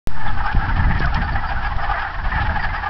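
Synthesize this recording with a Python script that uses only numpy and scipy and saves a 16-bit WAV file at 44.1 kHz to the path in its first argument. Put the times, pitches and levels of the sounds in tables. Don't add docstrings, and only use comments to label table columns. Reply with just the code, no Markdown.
import sys
import numpy as np
from scipy import signal
from scipy.fft import rfft, irfft
from scipy.io import wavfile

SR = 44100
rng = np.random.default_rng(int(sys.argv[2]) if len(sys.argv) > 2 else 0)


def generate_wav(sig):
    pcm = np.round(np.clip(np.atleast_2d(sig).T, -1, 1) * 32767).astype(np.int16)
    wavfile.write(sys.argv[1], SR, pcm)


N = 127449

# (time [s], level change [dB])
FAR_BUSTLE = [(0.1, -1), (0.65, -1.5), (1.1, -0.5), (1.76, -3), (1.95, 2.5), (2.1, 0), (2.21, -10),
              (2.3, 2), (2.7, -1)]

ATTACK_S, RELEASE_S = 0.0059, .007


def amp(db):
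    return 10 ** (np.asarray(db) / 20)


def rms_one(x):
    return x / np.sqrt(np.mean(x ** 2) + 1e-20)


def resonate(x, hz, width_hz):
    r = np.exp(-np.pi * width_hz / SR)
    b = [(1 - r * r) / 2, 0, (r * r - 1) / 2]
    a = [1, -2 * r * np.cos(2 * np.pi * hz / SR), r * r]
    return signal.lfilter(b, a, signal.lfilter(b, a, x))


def drift(rate_hz):
    r = np.exp(-2 * np.pi * rate_hz / SR)
    noise = rng.standard_normal(N + SR)
    wander = signal.lfilter([1], [1, -2 * r, r * r], noise)
    return rms_one(wander[SR:])


def coloured(spectrum):
    hz, db = np.transpose(spectrum)
    f = np.arange(N // 2 + 1) * SR / N + 1e-3
    gain = amp(np.interp(np.log(f), np.log(hz), db)) * (f > hz[0])
    return rms_one(irfft(rfft(rng.standard_normal(N)) * gain, N))


def swell(length):
    t = np.arange(int((max(length, .005) + 5 * RELEASE_S) * SR)) / SR
    attack = np.sin(np.pi / 2 * np.clip(t / ATTACK_S, 0, 1)) ** 2
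    release = np.exp(-np.maximum(t - length, 0) / RELEASE_S)
    return t, attack * release


def add(track, s, sound):
    i = int(s * SR)
    track[i:i + len(sound)] += sound


def bustle_db():
    return np.interp(np.arange(N) / SR, *np.transpose(FAR_BUSTLE))


def quack(db, low_hz, mid_hz, high_hz, length, mid_db, high_db, rasp_db, chance):
    # (frequency [Hz], width [Hz], level [dB])
    rasp_resonances = [(1260, 1130, -7), (2340, 450, 6), (2984, 790, 3.5), (4800, 1700, -9)]
    arch, rise, throb_depth = .03, .04, 0.34
    wobble_step_s, wobble_db, wobble_rad = .004, 2.5, 1.0
    pulses_per_low_cycle, jitter, pulse_spread_db = .5, .1, 4

    t, envelope = swell(length)
    arched = arch * (.5 - (2 * t / length - 1).clip(-1, 2) ** 2)
    bend = 1 + arched + rise * (t / length - .5).clip(-1, 1)
    wobble = [np.interp(t / wobble_step_s, np.arange(len(row)), row) for row in chance]
    pulse_cycles = np.cumsum(bend * (1 + jitter * wobble[6])) / SR * low_hz * pulses_per_low_cycle

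    tones = 0
    for k, (hz, level_db) in enumerate([(low_hz, 0), (mid_hz, mid_db), (high_hz, high_db)]):
        phase = 2 * np.pi * hz * np.cumsum(bend) / SR + wobble_rad * wobble[k + 3]
        tones = tones + amp(level_db + wobble_db * wobble[k]) * np.sin(phase)
    tones = rms_one(tones * (1 + throb_depth * np.cos(2 * np.pi * pulse_cycles)))

    pulses = np.diff(np.floor(pulse_cycles), prepend=0) * amp(pulse_spread_db * wobble[7])
    rasp = 0
    for k, (hz, width_hz, level_db) in enumerate(rasp_resonances):
        rasp = rasp + (-1) ** k * amp(level_db) * resonate(pulses, hz, width_hz)
    return amp(db) * envelope * (tones + amp(rasp_db) * rms_one(rasp))


def among_trunks(frog_sound):
    echo_db, wood_t60_s = -11.5, 0.1
    t = np.arange(SR // 2) / SR
    tail = rng.standard_normal(len(t)) * amp(-60 * t / wood_t60_s) * (t > .004)
    tail = tail / np.sqrt(np.sum(tail ** 2))
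    return frog_sound + amp(echo_db) * signal.fftconvolve(frog_sound, tail)[:N]


def frogs():
    # (time [s], level before the common quack level [dB], low tone [Hz], middle tone [Hz],
    # high tone [Hz], length [s], middle against low tone [dB], high against low tone [dB],
    # rasp against all tones [dB])
    near_quacks = [(0.196, -14, 868, 1230, 1724, 0.028, -17.5, -2.5, -15.5),
                   (0.261, -11, 809, 1230, 1582, 0.016, -11, -3.5, -21),
                   (0.285, -13, 848, 1284, 1694, 0.027, -4, -4, -17),
                   (0.372, -15, 780, 1155, 1516, 0.023, -5, -2, -15),
                   (0.404, -12.5, 837, 1290, 1546, 0.022, -5.5, -18, -37),
                   (0.44, -10.5, 816, 1217, 1640, 0.033, -4.5, -22, -18),
                   (0.469, -11.5, 852, 1306, 1512, 0.024, -0.5, 9, -14.5),
                   (0.491, -11.5, 797, 1150, 1628, 0.022, -7.5, 2, -32),
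                   (0.513, -14.5, 852, 1440, 1590, 0.02, -7.5, -1.5, -10.5),
                   (0.561, -14, 802, 1410, 1745, 0.019, -10, -7, -20),
                   (0.593, -15, 815, 1295, 1552, 0.023, -1, -4, -20),
                   (0.614, -14.5, 844, 1254, 1630, 0.032, -9, 3, -19),
                   (0.642, -14, 836, 1375, 1612, 0.029, -1, 0, -19.5),
                   (0.685, -12.5, 886, 1331, 1505, 0.022, -1, 0.5, -14.5),
                   (0.703, -16, 897, 1288, 1620, 0.014, -12, 0, -27),
                   (0.762, -16, 820, 1212, 1610, 0.025, -6, -10, -10),
                   (0.794, -12.5, 868, 1295, 1740, 0.02, -3, 4.5, -19),
                   (0.832, -19, 977, 1014, 1693, 0.018, -20, -9, -16),
                   (0.89, -17, 737, 1204, 1628, 0.032, -18, 3.5, -20),
                   (0.911, -12, 811, 1180, 1758, 0.022, -10.5, -2, -18.5),
                   (0.94, -20, 776, 1080, 1880, 0.021, -4, 1, -12),
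                   (0.968, -16.5, 941, 1320, 1812, 0.02, -26, 5, -10),
                   (1.003, -15.5, 923, 1063, 1684, 0.019, 0.5, 1, -15),
                   (1.017, -13, 767, 1260, 1635, 0.026, -0.5, 8.5, -12),
                   (1.043, -9.5, 715, 1438, 1463, 0.015, -21.5, 2.5, -21),
                   (1.071, -10, 732, 1210, 1660, 0.015, 0.5, -5, -26.5),
                   (1.124, -17, 786, 1380, 1470, 0.028, -1.5, -10, -15),
                   (1.141, -15.5, 783, 1052, 1570, 0.022, -4, -17, -7),
                   (1.158, -10, 900, 1344, 1786, 0.02, -9.5, -3, -17),
                   (1.206, -15.5, 893, 1356, 1798, 0.018, -25, 8, -23),
                   (1.217, -11.5, 794, 1350, 1573, 0.021, -12.5, 1.5, -15),
                   (1.278, -12.5, 885, 1313, 1760, 0.022, -7, -4, -17.5),
                   (1.293, -21, 973, 1240, 1698, 0.022, -24, -4, -17),
                   (1.356, -8.5, 761, 1387, 1657, 0.015, -13, 1, -18),
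                   (1.433, -13, 849, 1305, 1632, 0.035, 0, -8.5, -22),
                   (1.49, -13, 969, 1416, 1620, 0.015, -3, -8, -14),
                   (1.508, -8.5, 774, 1178, 1620, 0.023, -13, -3.5, -18),
                   (1.567, -18, 810, 1390, 1510, 0.0083, -3, -4, -21),
                   (1.612, -19.5, 934, 1390, 1645, 0.037, -16, -18.5, -13),
                   (1.63, -17, 790, 1250, 1660, 0.018, -12.5, 6, -13),
                   (1.649, -11, 799, 1206, 1640, 0.028, -8, -2.5, -13.5),
                   (1.667, -20, 767, 1352, 1760, 0.02, 6, -7, -19),
                   (1.709, -15.5, 827, 1059, 1890, 0.026, 0, -2.5, -17.5),
                   (1.791, -20, 700, 1008, 1454, 0.052, -5.5, -22.5, -30),
                   (1.826, -22, 814, 1134, 1418, 0.025, 3.5, 2, -12),
                   (1.836, -13.5, 771, 1205, 1780, 0.023, -3, 0, -13),
                   (1.894, -7, 825.6, 1180, 1450, 0.036, -3.5, -6, -19),
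                   (1.941, -9.5, 698, 1347, 1700, 0.016, -4.5, -1, -34),
                   (1.994, -13.5, 845, 1267, 1667, 0.034, -10.5, -0.5, -14),
                   (2.02, -9.5, 838, 1310, 1490, 0.016, -3, -2, -16.5),
                   (2.05, -13.5, 786, 1398, 1577, 0.029, -3.5, -3, -22.5),
                   (2.134, -16.5, 701, 1080, 1760, 0.029, 0.5, -2, -16),
                   (2.241, -15, 875, 1167, 1693, 0.018, -3, 1, -15.5),
                   (2.254, -12.5, 754, 1127, 1487, 0.014, -11, -7, -22),
                   (2.292, -20, 847, 1195, 1750, 0.031, -11, 8, -10.5),
                   (2.339, -15.5, 870, 1430, 1773, 0.033, -4, -0.5, -13),
                   (2.37, -8.5, 850, 1136, 1755, 0.024, -7.5, 0, -22),
                   (2.396, -11, 808, 1309, 1700, 0.035, -4, -1.5, -13),
                   (2.447, -12, 860, 1386, 1854, 0.03, -9, -4.5, -14),
                   (2.496, -10.5, 841, 1395, 1594, 0.02, -8, -1, -20.5),
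                   (2.552, -15, 964, 1150, 1627, 0.017, -10.5, 2, -13),
                   (2.56, -8, 814, 1210, 1764, 0.02, -16.5, -8.5, -17.5),
                   (2.593, -11, 852, 1440, 1885, 0.015, -2, 6, -21),
                   (2.628, -12, 918, 1372, 1720, 0.024, -13.5, 4.5, -15.5),
                   (2.647, -7.5, 784, 1210, 1670, 0.011, -24.5, -1.5, -15.5),
                   (2.732, -16.5, 788, 1240, 1626, 0.018, -14.5, 1.5, -12),
                   (2.745, -12, 837, 1237, 1635, 0.025, 0.5, 2, -16),
                   (2.778, -18, 918, 1280, 1720, 0.015, -30, -8, -34),
                   (2.83, -11.5, 838, 1158, 1696, 0.022, -4, 0, -14.5),
                   (2.86, -6.5, 803, 1209, 1655, 0.02, -1, -5.5, -21.5)]
    # low, middle and high [Hz]
    average_tones_hz = [818.2, 1243, 1719]
    quack_db, lead_s = -12.5, .005
    far_count, far_db, far_spread_db = 300, -36, 4.5
    far_size_spread, far_rasp_db = 0.0805, -21
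    throat_floor_hz = 610

    out = np.zeros(N + SR)
    near_chances = rng.standard_normal((len(near_quacks), 8, 40))
    for (s, db, *voice), chance in zip(near_quacks, near_chances):
        add(out, s - lead_s, quack(db + quack_db, *voice, chance))

    starts = rng.uniform(0, N / SR, far_count)
    picks = rng.standard_normal((far_count, 6))
    far_chances = rng.standard_normal((far_count, 8, 40))
    for s, p, chance in zip(starts, picks, far_chances):
        tones_hz = np.exp(far_size_spread * p[1:4]) * average_tones_hz
        db = far_db + np.interp(s, *np.transpose(FAR_BUSTLE)) + far_spread_db * p[0]
        mid_db, high_db = 3 * p[4] - 4, 3 * p[5] - 1.5
        add(out, s, quack(db, *tones_hz, .022, mid_db, high_db, far_rasp_db, chance))

    floor = signal.butter(4, throat_floor_hz, "high", fs=SR, output="sos")
    return signal.sosfilt(floor, among_trunks(out[:N]))


def farthest_chorus():
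    # (frequency [Hz], level per Hz [dB])
    blur_colour = [(180, -34), (300, -9.5), (544, -15), (796, 1), (1120, -5.5), (1700, -1.5), (2010, -15.5),
                   (3170, -17.5), (3980, -25.5), (5160, -25.5), (5550, -47.5), (6200, -49.5)]
    blur_db = -33
    return amp(blur_db + bustle_db() / 2) * coloured(blur_colour)


def wind():
    # (time [s], level [dB], brightness: level above 70 Hz [dB])
    wind_course = [(0.09, -16.5, 4), (0.14, -31, 11.5), (0.4, -18.5, -0.5), (0.51, -27, -2),
                   (0.571, -13, -3.5), (0.63, -27, 12), (0.8, -17, 5), (1.051, -19, 4.5), (1.12, -18.5, -7),
                   (1.179, -15, 4), (1.24, -20.5, 4), (1.379, -18, 3), (1.41, -22.5, -0.5),
                   (1.699, -19, -7), (1.73, -25.5, 0.5), (1.771, -21.5, -3), (1.89, -21, -5.5),
                   (2.09, -29.5, -3), (2.23, -17, -9), (2.401, -19, 4), (2.63, -21.5, -0.5),
                   (2.81, -23, -7)]
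    # (frequency [Hz], level per Hz [dB])
    wind_colour = [(7.1, -22), (12, 9.5), (27, 3.5), (80, -2.5), (207, -17), (412, -35), (462, -42.5),
                   (562, -45), (600, -31), (780, -45), (1320, -120)]
    # (time [s], signed height [full scale], half-width at 1/e [s])
    pushes = [(0.551, 0.36, 0.0012), (0.58, 0.11, 0.0089), (1.0059, 0.3, 0.00052), (1.766, -0.42, 0.0032)]
    lumps_db, lumps_hz = 1.5, 15

    t = np.arange(N) / SR
    s, db, bright_db = np.transpose(wind_course)
    noise = coloured(wind_colour)
    low = signal.sosfiltfilt(signal.butter(2, 70, fs=SR, output="sos"), noise)
    high = (noise - low) * amp(np.interp(t, s, bright_db) + lumps_db * drift(lumps_hz))
    out = amp(np.interp(t, s, db)) * (low + high)
    for at, height, width_s in pushes:
        out = out + height * np.exp(-((t - at) / width_s) ** 2)
    return out


def trills():
    # (time [s], level before throb and roughness [dB], mid-note pitch [Hz], length [s])
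    trill_notes = [(0.265, -29.5, 3400, 0.025), (0.451, -35, 5180, 0.0215), (1.015, -46, 4940, 0.035),
                   (1.201, -40, 4700, 0.056), (1.317, -35, 4600, 0.019), (1.447, -37.5, 4770, 0.054),
                   (1.647, -38, 4880, 0.025), (1.80, -40, 5080, 0.037), (2.388, -39, 3830, 0.058),
                   (1.988, -42, 5040, 0.04), (2.591, -35, 4750, 0.064), (2.73, -42, 4950, 0.045)]
    pulses_per_s, throb_depth, grain_hz = 165, .35, 170
    fall = .04
    rise_share, release_s = .7, .004

    out = np.zeros(N + 2 * SR)
    grain = np.tile(drift(grain_hz) + 1j * drift(grain_hz), 2)
    for s, db, hz, length in trill_notes:
        t = np.arange(int((length + .05) * SR)) / SR
        rise = np.clip(t / (rise_share * length), 0, 1)
        envelope = rise * np.exp(-np.maximum(t - length, 0) / release_s)
        throb = 1 - throb_depth * np.cos(np.pi * pulses_per_s * t) ** 2
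        pitch_hz = hz * (1 + fall * (.5 - t / length).clip(-1, 1))
        start = int(s * SR)
        rough = .4 + .5 * grain[start:start + len(t)]
        whistle = np.imag(rough * np.exp(2j * np.pi * np.cumsum(pitch_hz) / SR))
        add(out, s, amp(db) * envelope * throb * whistle)
    return out[:N]


def ticks():
    # (time [s], starting level before the band filter [dB])
    tick_hits = [(0.991, -25), (0.997, -19), (1.0035, -23.5), (1.0579, -18.5), (1.1447, -10.5),
                 (1.7654, -27.5)]
    t60_s, low_hz, high_hz = .016, 3000, 5600

    out, t = np.zeros(N + SR), np.arange(SR // 20) / SR
    noises = np.sign(rng.standard_normal((len(tick_hits), len(t))))
    for (s, db), noise in zip(tick_hits, noises):
        add(out, s, amp(db) * noise * amp(-60 * t / t60_s))
    band = signal.butter(2, [low_hz, high_hz], "band", fs=SR, output="sos")
    return signal.sosfilt(band, out[:N])


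def scene():
    return (frogs() + trills() + ticks() + wind() + farthest_chorus())[None]


def record(dry):
    on_s, open_from_db, open_s = .0727, -17.5, 0.085
    hiss_db = -44.5
    shelf_hz, shelf_db = 5420, -3.5
    cutoff_hz = 6600
    offset_start, offset_hold_s, offset_settle_s = -0.31, 0.2, 0.16

    t = np.maximum(np.arange(N) / SR - on_s, 0)
    gain = amp(open_from_db * np.exp(-t / open_s))
    opened = dry * gain + amp(hiss_db) * rng.standard_normal(N)
    under = signal.sosfiltfilt(signal.butter(12, shelf_hz, fs=SR, output="sos"), opened)
    shelved = under + amp(shelf_db) * (opened - under)
    cut = signal.sosfilt(signal.cheby2(14, 70, cutoff_hz, fs=SR, output="sos"), shelved)
    offset = offset_start * np.exp(-np.maximum(t - offset_hold_s, 0) / offset_settle_s)
    on = (t > 0) * (cut + offset)
    return signal.sosfilt(signal.cheby2(8, 40, 17000, fs=SR, output="sos"), on)


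dry = scene()
out = record(dry)
generate_wav(out)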